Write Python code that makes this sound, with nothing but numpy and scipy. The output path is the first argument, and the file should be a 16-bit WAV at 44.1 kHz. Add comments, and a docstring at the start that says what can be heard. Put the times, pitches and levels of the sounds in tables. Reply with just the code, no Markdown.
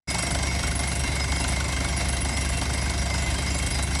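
"""A truck-mounted rig drills dry ground. The sound opens abruptly, the deep bass a moment later:
diesel engine and compressor drone, and flushing air hisses out of the hole. Over them an air hammer
strikes the steel drill pipe about 25 times a second. Each blow arrives first as a sharp crack and
clash, then as a bending wave that dispersion draws into a falling chirp. Pipe, fittings and mast
ring on into the next blow, and now and then one pipe mode sings out."""
import sys
import numpy as np
from scipy import signal
from scipy.fft import rfft, irfft
from scipy.io import wavfile

SR = 44100
rng = np.random.default_rng(int(sys.argv[2]) if len(sys.argv) > 2 else 0)


def transcribe(signal):
    """Save signal, clipped to [-1, 1], as a 16-bit WAV file at the path in sys.argv[1]."""
    frames = np.atleast_2d(signal).T
    limited = np.clip(frames, -1, 1)
    pcm = np.round(limited * 32767).astype(np.int16)
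    wavfile.write(sys.argv[1], SR, pcm)


N = 176400
T, HZ = np.arange(N) / SR, np.fft.rfftfreq(N, 1 / SR)


def amp(db):
    """Decibels to amplitude ratio."""
    return 10 ** (np.asarray(db) / 20)


def unit(x):
    """Normalisation to rms 1."""
    return x / np.sqrt(np.mean(x ** 2) + 1e-20)


def curve(points, t):
    """Linear interpolation of a table over time."""
    return np.interp(t, *np.transpose(points))


def response(points):
    """Gain at every frequency, interpolated in decibels over log frequency."""
    hz, db = np.transpose(points)
    return amp(np.interp(np.log(HZ + 1), np.log(hz + 1), db))


def filtered(x, gain):
    """Linear filtering as a product of spectra; rms 1."""
    return unit(irfft(rfft(x) * gain, N))


def wander(hz):
    """Random modulation: noise low-passed at hz; rms 1."""
    return filtered(rng.standard_normal(N), 1 / (1 + (HZ / hz) ** 4))


def envelope(times, strengths, rise_s, decay_s):
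    """Superposition of one exponential rise and decay per blow."""
    t, total = np.arange(4000) / SR, np.zeros(N + 8000)
    pulse = (1 - np.exp(-t / rise_s)) * np.exp(-t / decay_s)
    for start_s, strength in zip(times, strengths):
        span = total[max(round(start_s * SR), 0):][:len(t)]
        span += strength * pulse[:len(span)]
    return total[:N]


def bursts(times, strengths, rise_s, decay_s, grain_db=0):
    """Random micro-impacts add up to a decaying noise burst at each blow."""
    noise = envelope(times, strengths, rise_s, decay_s) * rng.standard_normal(N)
    return noise * amp(grain_db * wander(hz=463))


def resonator(drive, hz, t60_s):
    """Resonance: a damped mode takes up only the force near its pitch; rms 1."""
    pole = np.exp((2j * np.pi * hz - np.log(1000) / t60_s) / SR)
    ringing = signal.lfilter([1], [1, -pole], drive).real
    return filtered(ringing, 1 / (1 + ((HZ - hz) / 260) ** 2))


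# Spectrum of combustion noise: frequency_hz, density_db
RUMBLE_SPECTRUM = [(15, -30), (30, -16), (45, 1), (65, 7.5), (100, -4), (150, -5), (280, -0.5), (380, -2.5),
                   (480, -14), (1000, -11.5), (3000, -65)]
def rumble():
    """Combustion radiates broadband noise, strongest in the bass."""
    return amp(-39) * filtered(rng.standard_normal(N), response(RUMBLE_SPECTRUM))


# Engine tones: multiple_of_firing_rate, level_db
ENGINE_ORDERS = [(1, -29.5), (2, -41.5), (4, -56), (5, -53)]
# Compressor tones: multiple_of_compressor_rate, level_db
COMPRESSOR_ORDERS = [(1.001, -46), (1.652, -46), (2, -49), (2.5, -51)]
def machine(orders, rate_hz, sway, flutter_db):
    """A governed shaft radiates orders, tones locked to its slightly wavering speed."""
    cycles = np.cumsum(rate_hz * (1 + sway * wander(hz=4.7))) / SR
    out = np.zeros(N)
    for order, db in orders:
        peak = np.sqrt(2) * amp(db + flutter_db * wander(hz=14))
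        out += peak * np.sin(2 * np.pi * (order * cycles + rng.random()))
    return out


# Spectrum that the steel radiates: frequency_hz, density_db
STEEL_SPECTRUM = [(88, -20), (150, -1), (178, -0.5), (200, -9), (278, -6), (450, -15.5), (690, -8),
                  (757, -11), (1200, -13), (1320, -15.5), (1570, -16), (1730, -15.5), (2140, -9.5),
                  (2400, -21), (2650, -21.5), (3400, -19.5), (5000, -16.5), (5300, -15.5), (5720, -12.5),
                  (6810, -20), (8250, -9.5), (9450, -17.5), (10200, -12), (11200, -27.5), (15000, -57)]
# Stop bands and peaks of the pipe's joints: centre_hz, width_hz, gain_db
JOINT_BANDS = [(1030, 110, 0), (1315, 26, -7), (2513, 39, 5.5), (3350, 37, -14), (5300, 97, -10),
               (6660, 31, 8), (7610, 90, -2), (9900, 100, -14), (10300, 60, 2.5)]
def steel_response():
    """A jointed pipe acts as a filter, blocking some bands and favouring others."""
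    bands_db = sum(db * np.exp(-((HZ - hz) / width) ** 2) for hz, width, db in JOINT_BANDS)
    return response(STEEL_SPECTRUM) * amp(bands_db)


# Colour of the air, relative to the steel: frequency_hz, gain_db
AIR_COLOUR = [(150, -11), (500, 3.5), (1200, 1), (2100, 7.5), (3000, 8.5), (5500, 2.5), (8500, -13.5),
              (10300, 2.5), (14000, 6)]
def flushing_air():
    """Turbulent air leaves the hole as a fluttering hiss, coloured by the pipe."""
    hiss = filtered(rng.standard_normal(N), steel_response() * response(AIR_COLOUR))
    return amp(-37 + 1.9 * wander(hz=36)) * hiss


FIRST_BLOW_S, BLOW_HZ = 0.0232, 24.732
# How far the hammer falls behind its beat: time_s, lag_s
BEAT_LAG = [(.1, -.0016), (.6, -.001), (.8, 0), (1.2, .0001), (2.0, -.0004), (2.4, -.0014), (2.7, .0006),
            (3.7, .0012), (4, .0023)]
# Force of ordinary blows as the rock gives or resists: time_s, level_db
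BLOW_FORCE = [(.1, 5.5), (.55, 1.5), (.7, 1.5), (1.1, 1), (1.7, 2.1), (2.4, 0), (3.0, 1.2), (3.4, 1.5),
              (4, 1.5)]
# Blows that stand out: time_s, strike_db, crack_db, jingle_db
ACCENTS = [(0.1, 3, 8, 7.0), (0.14, 4, 3.5, 0.5), (0.18, 3.5, 8, 9), (0.22, 3, 6.5, 10.5), (0.26, 3, 8, -2),
           (0.3, 3.5, 1, 9), (0.35, 4.5, -5, 3), (0.39, 2.5, -14, -9), (0.47, 2.5, -3, -1.0),
           (0.51, 0.5, -11, -5), (0.59, 2.5, 0.0, -2.5), (0.63, 4, 5, -6), (0.75, -1.5, 2, 13.5),
           (0.79, 3, 5, 10.5), (0.83, 2, 2, -7), (0.87, 0.5, 2.0, 12.5), (0.95, -1.5, 8, 4),
           (0.99, 0, 7.0, 2.0), (1.07, 2.0, -1, 1), (1.2, 2.5, -11, -20), (1.32, 4.5, 0, 0.0),
           (1.4, 2, 1.5, 9.5), (1.44, 4.5, -1, -1), (1.48, 2.5, 9, 8), (1.6, 3.5, -6, -20),
           (1.68, 2.0, 5.5, -17), (1.76, 2.5, -4, -14), (1.84, 3, 2.5, 4), (1.96, 1.5, 2, 13),
           (2.0, 3, -1.5, -3), (2.08, 1.0, 8, 12.5), (2.13, 2.5, 0, 8.5), (2.25, 3, -4.5, 3.5),
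           (2.37, 2.5, 5.5, 9), (2.41, 1.5, 6.5, 6), (2.49, 0.5, 3, 7.0), (2.57, 0.5, 6.5, 8),
           (2.61, 3.5, -13, 6), (2.73, 2.5, 6.5, 5.5), (2.89, 3.5, -1.5, 5.5), (3.14, 3.5, -6, -4),
           (3.18, 2.5, -8.5, -2.0), (3.46, 2.5, -4, -3.5), (3.66, 0.5, 10, -1), (3.7, -0.5, 5, 9.5),
           (3.74, 0.0, 6.5, -2), (3.83, -3.0, 11.5, 8), (3.99, 2, 4.5, -2)]
def blows():
    """The piston's nearly periodic impacts: their times and their strike, crack and jingle gains."""
    beats = np.arange(FIRST_BLOW_S, N / SR, 1 / BLOW_HZ)
    scatter = rng.standard_normal((len(beats), 4)) * [0.00015, 0.67, 4.5, 4.5]
    jitter_s, uneven_db, crack_db, jingle_db = scatter.T
    levels_db = np.array([curve(BLOW_FORCE, beats) + uneven_db, crack_db, jingle_db])
    for time_s, *accent_db in ACCENTS:
        levels_db[:, np.argmin(abs(beats - time_s))] = accent_db
    return (beats + curve(BEAT_LAG, beats) + jitter_s, *amp(levels_db))


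def bending_phase(hz, delay_at_1khz_s=0.0096):
    """Dispersion: bending waves speed up as the root of frequency, so low notes arrive late."""
    return -4 * np.pi * delay_at_1khz_s * np.sqrt(hz * 1000)


# Thud in the ground and frame: multiple_of_blow_rate, level_db
THUD_HARMONICS = [(2, -40), (3, -49), (4, -39), (5, -41.5), (6, -51.5), (7, -41.5), (8, -51.5), (9, -48.5),
                  (10, -56), (11, -47.5), (12, -53), (16, -58.5), (28, -49.5)]
def thud():
    """A periodic force drives ground and frame at harmonics of its rate."""
    beat_s = T - FIRST_BLOW_S - curve(BEAT_LAG, T)
    out = np.zeros(N)
    for harmonic, db in THUD_HARMONICS:
        hz = harmonic * BLOW_HZ
        peak = np.sqrt(2) * amp(db + 0.83 * wander(hz=3.9))
        out += peak * np.cos(2 * np.pi * hz * beat_s + bending_phase(hz))
    return out


# Colour of the mast, relative to the steel: frequency_hz, gain_db
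MAST_COLOUR = [(150, -14.5), (500, 5), (1200, 6.5), (2100, -7.5), (3000, -9), (5500, 1.5), (8500, -3),
               (10300, -30), (14000, 14)]
def mast(times, strike, t60_s=0.26):
    """Modal overlap: the mast's crowded modes merge into a metallic wash between blows."""
    tail = rng.standard_normal(N) * amp(-60 * T / t60_s)
    hits = bursts(times, strike, rise_s=0.0014, decay_s=0.0023)
    return amp(-38) * filtered(hits, rfft(tail) * steel_response() * response(MAST_COLOUR))


# Modes of the loose fittings: pitch_hz, level_db, t60_s, lag_s, unevenness_db
FITTING_MODES = [(689.5, -58, 0.37, 0.0108, -0.5), (1475, -47, 0.021, 0.0052, 0.5),
                 (1597, -48.5, 0.063, 0.0063, 2.5), (2052, -45.5, 0.11, 0.00634, -0.5),
                 (2150, -48, 0.037, 0.0071, -0.5), (5035, -48, 0.22, 0.0073, 5.5),
                 (5660, -53.5, 0.14, 0.0057, 13), (8040, -49, 0.14, 0.0042, 5),
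                 (8200, -57, 0.063, 0.001, 11)]
def fittings(times, strike):
    """Loose collars and clamps ring as damped resonators, struck now hard, now lightly."""
    out = np.zeros(N)
    for hz, db, t60_s, lag_s, uneven_db in FITTING_MODES:
        strengths = strike * amp(uneven_db * rng.uniform(-1.2, 1.2, len(times)))
        drive = bursts(times + lag_s, strengths, rise_s=0.00042, decay_s=0.0082)
        out += amp(db) * resonator(drive, hz, t60_s)
    return out


def jingle(times, strengths, pitch_hz=10315, drift_hz=16):
    """Free vibration: a small steel part chinks twice after each blow on one high mode."""
    chinks = envelope(times + 0.00077, strengths, rise_s=0.0014, decay_s=0.015)
    chinks += envelope(times + 0.012, strengths, rise_s=0.0031, decay_s=0.0054)
    cycles = np.cumsum(pitch_hz + drift_hz * wander(hz=19.9)) / SR
    tone = np.sin(2 * np.pi * cycles + 0.14 * wander(hz=250))
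    return amp(-42.5) * unit(chinks * tone * amp(2.7 * wander(hz=200)))


# Moments when one pipe mode sings out: peak_s, pitch_hz, level_db, half_width_s
RUBS = [(.23, 5604, -40, 0.054), (.5, 2220, -34, .03), (.53, 5020, -43, 0.061), (.64, 5604, -40.5, 0.056),
        (1.03, 5610, -40, 0.055), (1.222, 5060, -33, 0.024), (1.38, 5069, -41.5, 0.068),
        (1.42, 2740, -42.5, .03), (2.3, 2740, -45.5, 0.056), (2.35, 5140, -38, 0.028),
        (2.56, 2720, -37, 0.034), (2.82, 4980, -42.5, .06), (3.13, 2090, -35.5, 0.044),
        (3.17, 5060, -45, 0.058), (3.26, 2060, -36, 0.037), (3.24, 7251, -42, 0.028),
        (3.4, 3190, -38, 0.041), (3.55, 7280, -40, 0.051), (3.75, 5030, -37, 0.033),
        (3.76, 4860, -42, 0.034), (3.95, 5604, -37.5, .035)]
def pipe_rubbing():
    """Friction excitation: the pipe rubs in its guide and one mode builds up, rough and wavering."""
    out = np.zeros(N)
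    for peak_s, hz, db, half_width_s in RUBS:
        tone = np.sin(2 * np.pi * hz * T + 0.75 * wander(hz=45))
        rough_tone = unit(tone * amp(2.6 * wander(hz=110)))
        out += amp(db) * np.exp(-((T - peak_s) / half_width_s) ** 2) * rough_tone
    return out


# Long-ringing modes of the drill pipe: pitch_hz, relative_level_db
PIPE_MODES = [(2110, -48), (2213, -48), (2595, -57), (2740, -52), (3187, -53), (3601, -58), (3941, -53),
              (4678, -59), (4818, -56), (5071, -55), (5453, -57), (5604, -52), (6401, -57), (6804, -58),
              (7251, -55)]
def pipe_ringing(times, strike, swell_hz=2.666, gain_db=3.5):
    """Repeated impacts sustain the pipe's normal modes, which swell and fade as it turns."""
    drive, out = bursts(times, strike, rise_s=0.0012, decay_s=0.019), np.zeros(N)
    lowest_hz = PIPE_MODES[0][0]
    for hz, db in PIPE_MODES:
        cycles = swell_hz * (T - 0.11) - np.log(hz / lowest_hz)  # higher modes swell later
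        swell_db = 1.5 * np.cos(2 * np.pi * cycles) + 2 * wander(hz=2.3)
        out += amp(db + gain_db) * resonator(drive * amp(swell_db), hz, t60_s=0.26)
    return out


# Colour of the bending wave, relative to the steel: frequency_hz, gain_db
BENDING_COLOUR = [(150, -9), (300, -18.5), (520, 5), (700, 4), (900, 6.5), (1500, 1), (2100, -11),
                  (3000, 8.5), (4300, 9), (6000, -5.5), (8500, -5.5), (14000, -12)]
def bending_wave(times, strike):
    """Dispersion draws each blow's clean snap and gritty burst out into a falling chirp."""
    samples = np.clip(times * SR, 0, N).astype(int)
    snaps = np.bincount(samples, weights=strike ** 3.3, minlength=N + 1)[:N]
    grit = bursts(times, strike, rise_s=0.0005, decay_s=0.004, grain_db=3)
    hits = amp(-0.5) * unit(snaps) + unit(grit)
    path = steel_response() * response(BENDING_COLOUR) * np.exp(1j * bending_phase(HZ))
    return amp(-39.5) * filtered(hits, path)


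# Spectrum of the crack at the front of a blow: frequency_hz, density_db
CRACK_SPECTRUM = [(1000, -40), (4000, -9), (6000, -9), (7000, -21), (7700, -4.5), (8300, 3), (9000, -13),
                  (9600, 0), (10500, -36), (11500, -18.5), (15000, -44)]
def crack(times, strengths, rebound_s=0.00565):
    """Brief contact makes a bright spectrum: steel cracks on steel, then rebounds more weakly."""
    hits = bursts(times + 0.0002, strengths, rise_s=0.0003, decay_s=0.0019)
    hits += amp(-5.5) * bursts(times + rebound_s, strengths, rise_s=0.00044, decay_s=0.0033)
    return amp(-45) * filtered(hits, response(CRACK_SPECTRUM))


# Overlapping bands of the clash: centre_hz
CLASH_BANDS = [600, 1500, 3200, 4600, 6200, 7800, 9000, 11000]
# Colour of the clash, relative to the steel: frequency_hz, gain_db
CLASH_COLOUR = [(150, 5), (400, -3), (700, -5.5), (1500, -2), (3000, 3.5), (4500, -17), (6000, -1.5),
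                (8500, -7), (10300, -9), (14000, -1)]
def clash(times, strike, crack_gain):
    """The compression wave travels fastest, reaches the rig first and rattles it twice."""
    spectrum = np.zeros(len(HZ), complex)
    for hz, selector in zip(CLASH_BANDS, np.eye(len(CLASH_BANDS))):
        strengths = crack_gain if hz > 7000 else strike ** 0.51
        hits = bursts(times, strengths, rise_s=0.00047, decay_s=0.02)
        hits += amp(6) * bursts(times + 0.0055, strengths, rise_s=0.0013, decay_s=0.0056)
        band = np.sqrt(np.interp(HZ, CLASH_BANDS, selector))  # equal-power crossover
        spectrum += rfft(hits) * band
    rattle = irfft(spectrum, N) * amp(2.86 * wander(hz=403))
    return amp(-37) * filtered(rattle, steel_response() * response(CLASH_COLOUR))


def scene():
    """Superposition of engine, compressor, air and hammer in the open."""
    times, strike, crack_gain, jingle_gain = blows()
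    engine = rumble() + machine(ENGINE_ORDERS, rate_hz=67.63, sway=0.0016, flutter_db=0.5)
    compressor = machine(COMPRESSOR_ORDERS, rate_hz=46.7, sway=0.0055, flutter_db=3)
    background = engine + compressor + flushing_air()
    rig = thud() + mast(times, strike) + fittings(times, strike) + jingle(times, jingle_gain)
    pipe = pipe_rubbing() + pipe_ringing(times, strike)
    impacts = bending_wave(times, strike) + crack(times, crack_gain) + clash(times, strike, crack_gain)
    return (background + rig + pipe + impacts)[None]


# Level of the deep bass: time_s, gain_db
BASS_GAIN = [(.1, -3.5), (.27, -8.5), (.31, .5), (1.2, 0), (4, 1)]
def record(dry, open_s=0.073, rise_s=0.019, bass_hz=105, cutoff_hz=15850):
    """Gating and filtering: an abrupt opening, the deep bass a moment later, then a band limit."""
    bass = irfft(rfft(dry) / (1 + (HZ / bass_hz) ** 6), N)
    balanced = dry + bass * (amp(curve(BASS_GAIN, T)) - 1)
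    gate = np.clip((T - open_s) / rise_s, amp(-74), 1)
    lowpass = signal.firwin(511, cutoff_hz, window=("kaiser", 9), fs=SR)
    return signal.oaconvolve(balanced * gate, lowpass[None], "same")


dry = scene()
out = record(dry)
transcribe(out)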